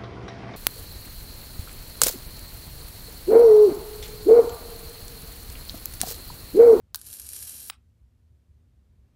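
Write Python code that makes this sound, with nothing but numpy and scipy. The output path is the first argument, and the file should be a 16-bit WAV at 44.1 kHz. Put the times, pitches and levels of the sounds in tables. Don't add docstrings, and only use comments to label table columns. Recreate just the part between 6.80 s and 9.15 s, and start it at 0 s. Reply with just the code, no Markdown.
import sys
import numpy as np
from scipy import signal
from scipy.fft import rfft, irfft, next_fast_len
from scipy.io import wavfile
from scipy.ndimage import uniform_filter1d

SR = 44100
rng = np.random.default_rng(int(sys.argv[2]) if len(sys.argv) > 2 else 0)


def file_out(sig):
    cols = np.atleast_2d(sig).T
    lim = np.clip(cols, -1, 1)
    pcm = np.round(lim * 32767).astype(np.int16)
    wavfile.write(sys.argv[1], SR, pcm)


def nominal_scale(level):
    x = np.asarray(level, float) / 20
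    return 10 ** x


N = 103635

# start_s, level_db, spark_rate_khz
ARC_CURRENT = [
    (0.158, -55.5, 6),
    (.19, -57, 6),
    (0.243, -48.5, 6),
    (0.269, -42.5, 4),
    (0.448, -43.5, 3),
    (0.549, -39, 4),
    (0.642, -38.5, 5),
    (0.666, -42.5, 5),
    (.69, -39.5, 5),
    (0.899, -42, 5),
]
# start_s, peak_db
STRIKE_SPARKS = [
    (.1582, -19),
    (.172, -40),
    (.1768, -40),
    (.191, -38),
    (.1952, -40),
    (.1976, -38),
    (.2147, -33),
    (.2153, -29),
    (.2226, -39),
]
# start_s, peak_db, length_s
ARC_JUMPS = [(0.265, -33.5, 0.0098), (0.466, -32, 0.0067), (0.489, -24, 0.0033), (0.533, -25, 0.0034),
             (0.545, -31, 0.015), (0.562, -28.5, 0.0089), (0.6, -67, 0.0028), (0.625, -26, .008),
             (0.671, -29, 0.014), (.693, -26, 0.0028), (.80, -35.5, 0.015)]
# start_s, peak_db, length_s
ARC_SPITS = [(.329, -25, .003), (.3335, -27, .0015), (.3383, -24, .002), (.3468, -26, .0005),
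             (.3505, -25, .0012), (.3695, -27, .0012), (.388, -24, .001), (.3915, -29, .0005),
             (.398, -24, .0015), (.4012, -26, .0006), (.417, -25, .0015)]
# frequency_hz, gain_db
SPARK_COLOUR = [(300, -43.5), (1700, -19.5), (2400, -17), (4100, -13), (7500, -8.5), (10000, -4),
                (15900, -1.5), (16300, -29.5)]
# frequency_hz, density_db_per_hz
FIZZ_SPECTRUM = [(100, -34), (200, 3.5), (600, -4), (1500, -13), (4000, -13), (12000, -3)]
# start_s, peak_db, rattle_s, tail_db, tail_t60_s
PRESS_SNAP = [(.1459, -13, .0003, -20, 0.04)]
# start_s, peak_db, rattle_s, tail_db, tail_t60_s
RELEASE_SNAP = [(.8992, -16, .0013, -3.5, 0.01974)]
# pitch_hz, level_db, t60_s
PRESS_HANDLE = [(1550, -26, 0.0072), (3795, -24, 0.013), (5377, -28, 0.0022), (10250, -40, .006),
                (14400, -22, .003)]
# pitch_hz, level_db, t60_s
RELEASE_HANDLE = [(1461, -24.5, 0.002), (2444, -24, 0.0037), (3766, -19.5, .004), (5110, -27, 0.007),
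                  (8680, -19, 0.002834), (15740, -24, .01)]
# frequency_hz, gain_db
CLOSING_CRACK = [(300, -60), (1200, -37.5), (2300, -22.5), (3600, 6), (5500, 0), (9000, -5.5),
                 (14000, -6.5), (16500, -28)]
# frequency_hz, gain_db
OPENING_CRACK = [(250, -37), (600, -19.5), (1000, -7), (4500, -6), (6300, -13.5), (9000, -13.5),
                 (14000, -33.5)]
# delay_s, gain_db
NEAR_ECHOES = [(.0002, -17), (.0007, -14), (.00124, -18), (.0018, -20), (.0025, -18)]
# frequency_hz, density_db_per_hz
ROOM_SPECTRUM = [(15, -49.5), (25, -23.5), (73, -1), (175, -21), (240, -22.5), (275, -29.5), (340, -29),
                 (818, -41.5), (14500, -55.5)]
# start_s, level_db
RUMBLE_SWELL = [(0.0, -61), (0.32, -54), (0.35, -83), (0.4, -57.5), (0.63, -54), (1.2, -64), (1.22, -58),
                (1.49, -58.5), (1.52, -54), (1.66, -69.5), (1.69, -55), (1.98, -60), (2.28, -54.5),
                (2.35, -61.5)]
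# start_s, gain_db
AIR_STIR = [(0, 1.5), (1.1, -1.5), (2.17, 0.5), (2.26, 3)]
# start_s, top_hz
BAND_TOP = [(0, 14900), (.14, 14900), (.143, 16600), (.165, 16600), (.175, 15800), (.183, 15800),
            (.19, 12500), (.24, 12500), (.26, 13100), (.78, 13100), (.89, 13500), (.905, 14300),
            (.96, 14300), (.98, 14900)]
# start_s, end_s, centre_hz, width_hz
PASSED_BANDS = [
    (.25, .365, 13600, 330),
    (.605, .67, 13760, 70),
    (.875, .94, 15740, 170),
]

SPARK_SCATTER_DB, SPARK_CAP_DB, FLURRY_CAP_DB = 6, 11.5, -6.5
FLICKER_DB, FLICKER_HZ = 0.5, 198.5
FLURRY_DB, STRIKE_DB, FIZZ_DB = -6.5, 6.5, -10
NEAR_DB, NEAR_T60_S = -7.5, .025
HANDLE_CUT_HZ = 764
WALL_DB, WALL_S, WALL_SPREAD_S, WALL_HZ = -24, 0.033, 0.023, 4100
LINGER_DB, LINGER_T60_S, LINGER_HZ = -28, 0.2, 2500
ROOM_DB, HUM_HZ, HUM_DB, SWELL_DB = -60, 240, -79, .5
PORT_CUT_HZ, FRAME = 30, 1024


def arc():
    t = np.arange(N) / SR
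    start_s, level_db, rate_khz = np.array(ARC_CURRENT).T
    burning = (t > start_s[0]) & (t < start_s[-1])
    current_db = np.interp(t, start_s, level_db)
    share = np.interp(t, start_s, rate_khz) * 1e3 / SR

    flicker_db = FLICKER_DB * walk(FLICKER_HZ)
    crackle = burning * nominal_scale(current_db + flicker_db) * sparks(share, SPARK_CAP_DB)
    jumps = np.zeros(N)
    for s, db, length in ARC_JUMPS + ARC_SPITS:
        jumps += nominal_scale(db + FLURRY_DB) * (t > s) * np.exp(-((t - s) / length) ** 2)
    discharge = crackle + jumps * sparks(0.054, FLURRY_CAP_DB)
    for s, db in STRIKE_SPARKS:
        discharge[int(s * SR)] += nominal_scale(db + STRIKE_DB) * 2

    discharge = discharge + scattered_hiss(discharge)
    noise = colour(rng.standard_normal(N), FIZZ_SPECTRUM)
    fizz = burning * nominal_scale(current_db / 2 - 24) * level(noise, FIZZ_DB)
    return colour(discharge, SPARK_COLOUR, causal=True) * nominal_scale(6) + fizz


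def sparks(share, cap_db):
    size = nominal_scale(np.minimum(SPARK_SCATTER_DB * rng.exponential(size=N), cap_db))
    fires = rng.random(N) < share
    sign = np.sign(rng.standard_normal(N))
    return level(fires * size * sign / np.sqrt(share), 0)


def scattered_hiss(x):
    keep = np.exp(-2 * np.log(1000) / (NEAR_T60_S * SR))
    energy = signal.lfilter([0, 1 - keep], [1, -keep], x ** 2)
    return nominal_scale(NEAR_DB) * np.sqrt(energy) * rng.standard_normal(N)


def snap(event, modes, crack):
    (s, db, length, tail_db, tail_t60), = event
    t = np.arange(3000) / SR
    response = colour(1. * (t == 0), crack, causal=True)
    for hz, gain_db, t60 in modes:
        response += nominal_scale(gain_db) * np.sin(2 * np.pi * hz * t) * 1000. ** (-t / t60)

    burst = np.exp(-(t / length) ** 2)
    tail = nominal_scale(tail_db) * 1000. ** (-t / tail_t60)
    spectrum = rfft(rng.standard_normal(len(t)) * np.hypot(burst, tail))
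    spectrum = spectrum / np.sqrt(uniform_filter1d(abs(spectrum) ** 2, size=41))
    rattle = irfft(spectrum, len(t)) * (t < t[-1] / 2)

    x = signal.fftconvolve(response, rattle)[:len(t)]
    high_pass = signal.butter(5, HANDLE_CUT_HZ, "high", fs=SR, output="sos")
    x = signal.sosfilt(high_pass, x)
    out, i = np.zeros(N), int(s * SR)
    out[i:i + len(t)] = x * nominal_scale(db) / abs(x).max()
    return out


def table(x):
    return x + sum(nominal_scale(db) * np.roll(x, round(s * SR)) for s, db in NEAR_ECHOES)


def walls(x):
    t = np.arange(6000) / SR
    wall = rng.standard_normal(len(t)) * np.exp(-((t - WALL_S) / WALL_SPREAD_S) ** 2)
    wall = level(colour(wall, [(WALL_HZ, 0), (15000, -10)]), WALL_DB)
    decay = (t > WALL_S / 2) * np.exp(-np.log(1000) * t / LINGER_T60_S)
    late = rng.standard_normal(len(t)) * decay
    late = level(colour(late, [(LINGER_HZ, 0), (7000, -20)]), LINGER_DB)
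    return x + signal.fftconvolve(x, (wall + late) / np.sqrt(len(t)))[:N]


def room():
    t = np.arange(N) / SR
    noise = level(colour(rng.standard_normal(N), ROOM_SPECTRUM), ROOM_DB)
    low = signal.sosfiltfilt(signal.butter(2, 150, fs=SR, output="sos"), noise)
    mid = signal.sosfiltfilt(signal.butter(1, 3000, fs=SR, output="sos"), noise - low)

    hum_hz = HUM_HZ * (1 + 0.0026 * walk(11))
    hum = nominal_scale(HUM_DB) * np.sin(2 * np.pi * np.cumsum(hum_hz) / SR)
    start_s, level_db = np.array(RUMBLE_SWELL).T
    swell = nominal_scale(np.interp(t, start_s, level_db) - level_db.mean())
    stir = nominal_scale(np.interp(t, *np.array(AIR_STIR).T) + SWELL_DB * walk(4))
    return noise + low * (swell - 1) + mid * (stir - 1) + hum


def level(x, db):
    return x * nominal_scale(db) / np.sqrt(np.mean(x ** 2))


def colour(x, points, causal=False):
    size = next_fast_len(len(x) + 4096)
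    f = np.fft.rfftfreq(size, 1 / SR)
    hz, db = np.array(points).T
    log_gain = np.interp(np.log(f + 1), np.log(hz), db) * np.log(10) / 20
    if causal:
        cepstrum = irfft(log_gain, size)
        cepstrum[1:size // 2] *= 2
        cepstrum[size // 2 + 1:] = 0
        log_gain = rfft(cepstrum)
    return irfft(rfft(x, size) * np.exp(log_gain), size)[:len(x)]


def walk(hz):
    hold = max(int(SR / hz), 1)
    steps = rng.standard_normal(N)[np.arange(N) // hold]
    return uniform_filter1d(steps, hold) * np.sqrt(2)


def scene():
    press = snap(PRESS_SNAP, PRESS_HANDLE, CLOSING_CRACK)
    release = snap(RELEASE_SNAP, RELEASE_HANDLE, OPENING_CRACK)
    return (walls(table(arc()) + press + release) + room())[None]


def low_pass(x):
    return signal.sosfilt(signal.butter(12, 16800, fs=SR, output="sos"), x)


def record(dry):
    high_pass = signal.butter(3, PORT_CUT_HZ, "high", fs=SR, output="sos")
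    x = signal.sosfilt(high_pass, dry[0])
    f, t, z = signal.stft(x, SR, nperseg=FRAME, noverlap=FRAME * 3 // 4)
    keep = f[:, None] < np.interp(t, *np.array(BAND_TOP).T)
    for start, end, hz, width in PASSED_BANDS:
        keep |= (abs(f - hz) < width / 2)[:, None] & (t > start) & (t < end)
    x = signal.istft(z * keep, SR, nperseg=FRAME, noverlap=FRAME * 3 // 4)[1][:N]
    return low_pass(x[None])


dry = scene()
out = record(dry)
file_out(out)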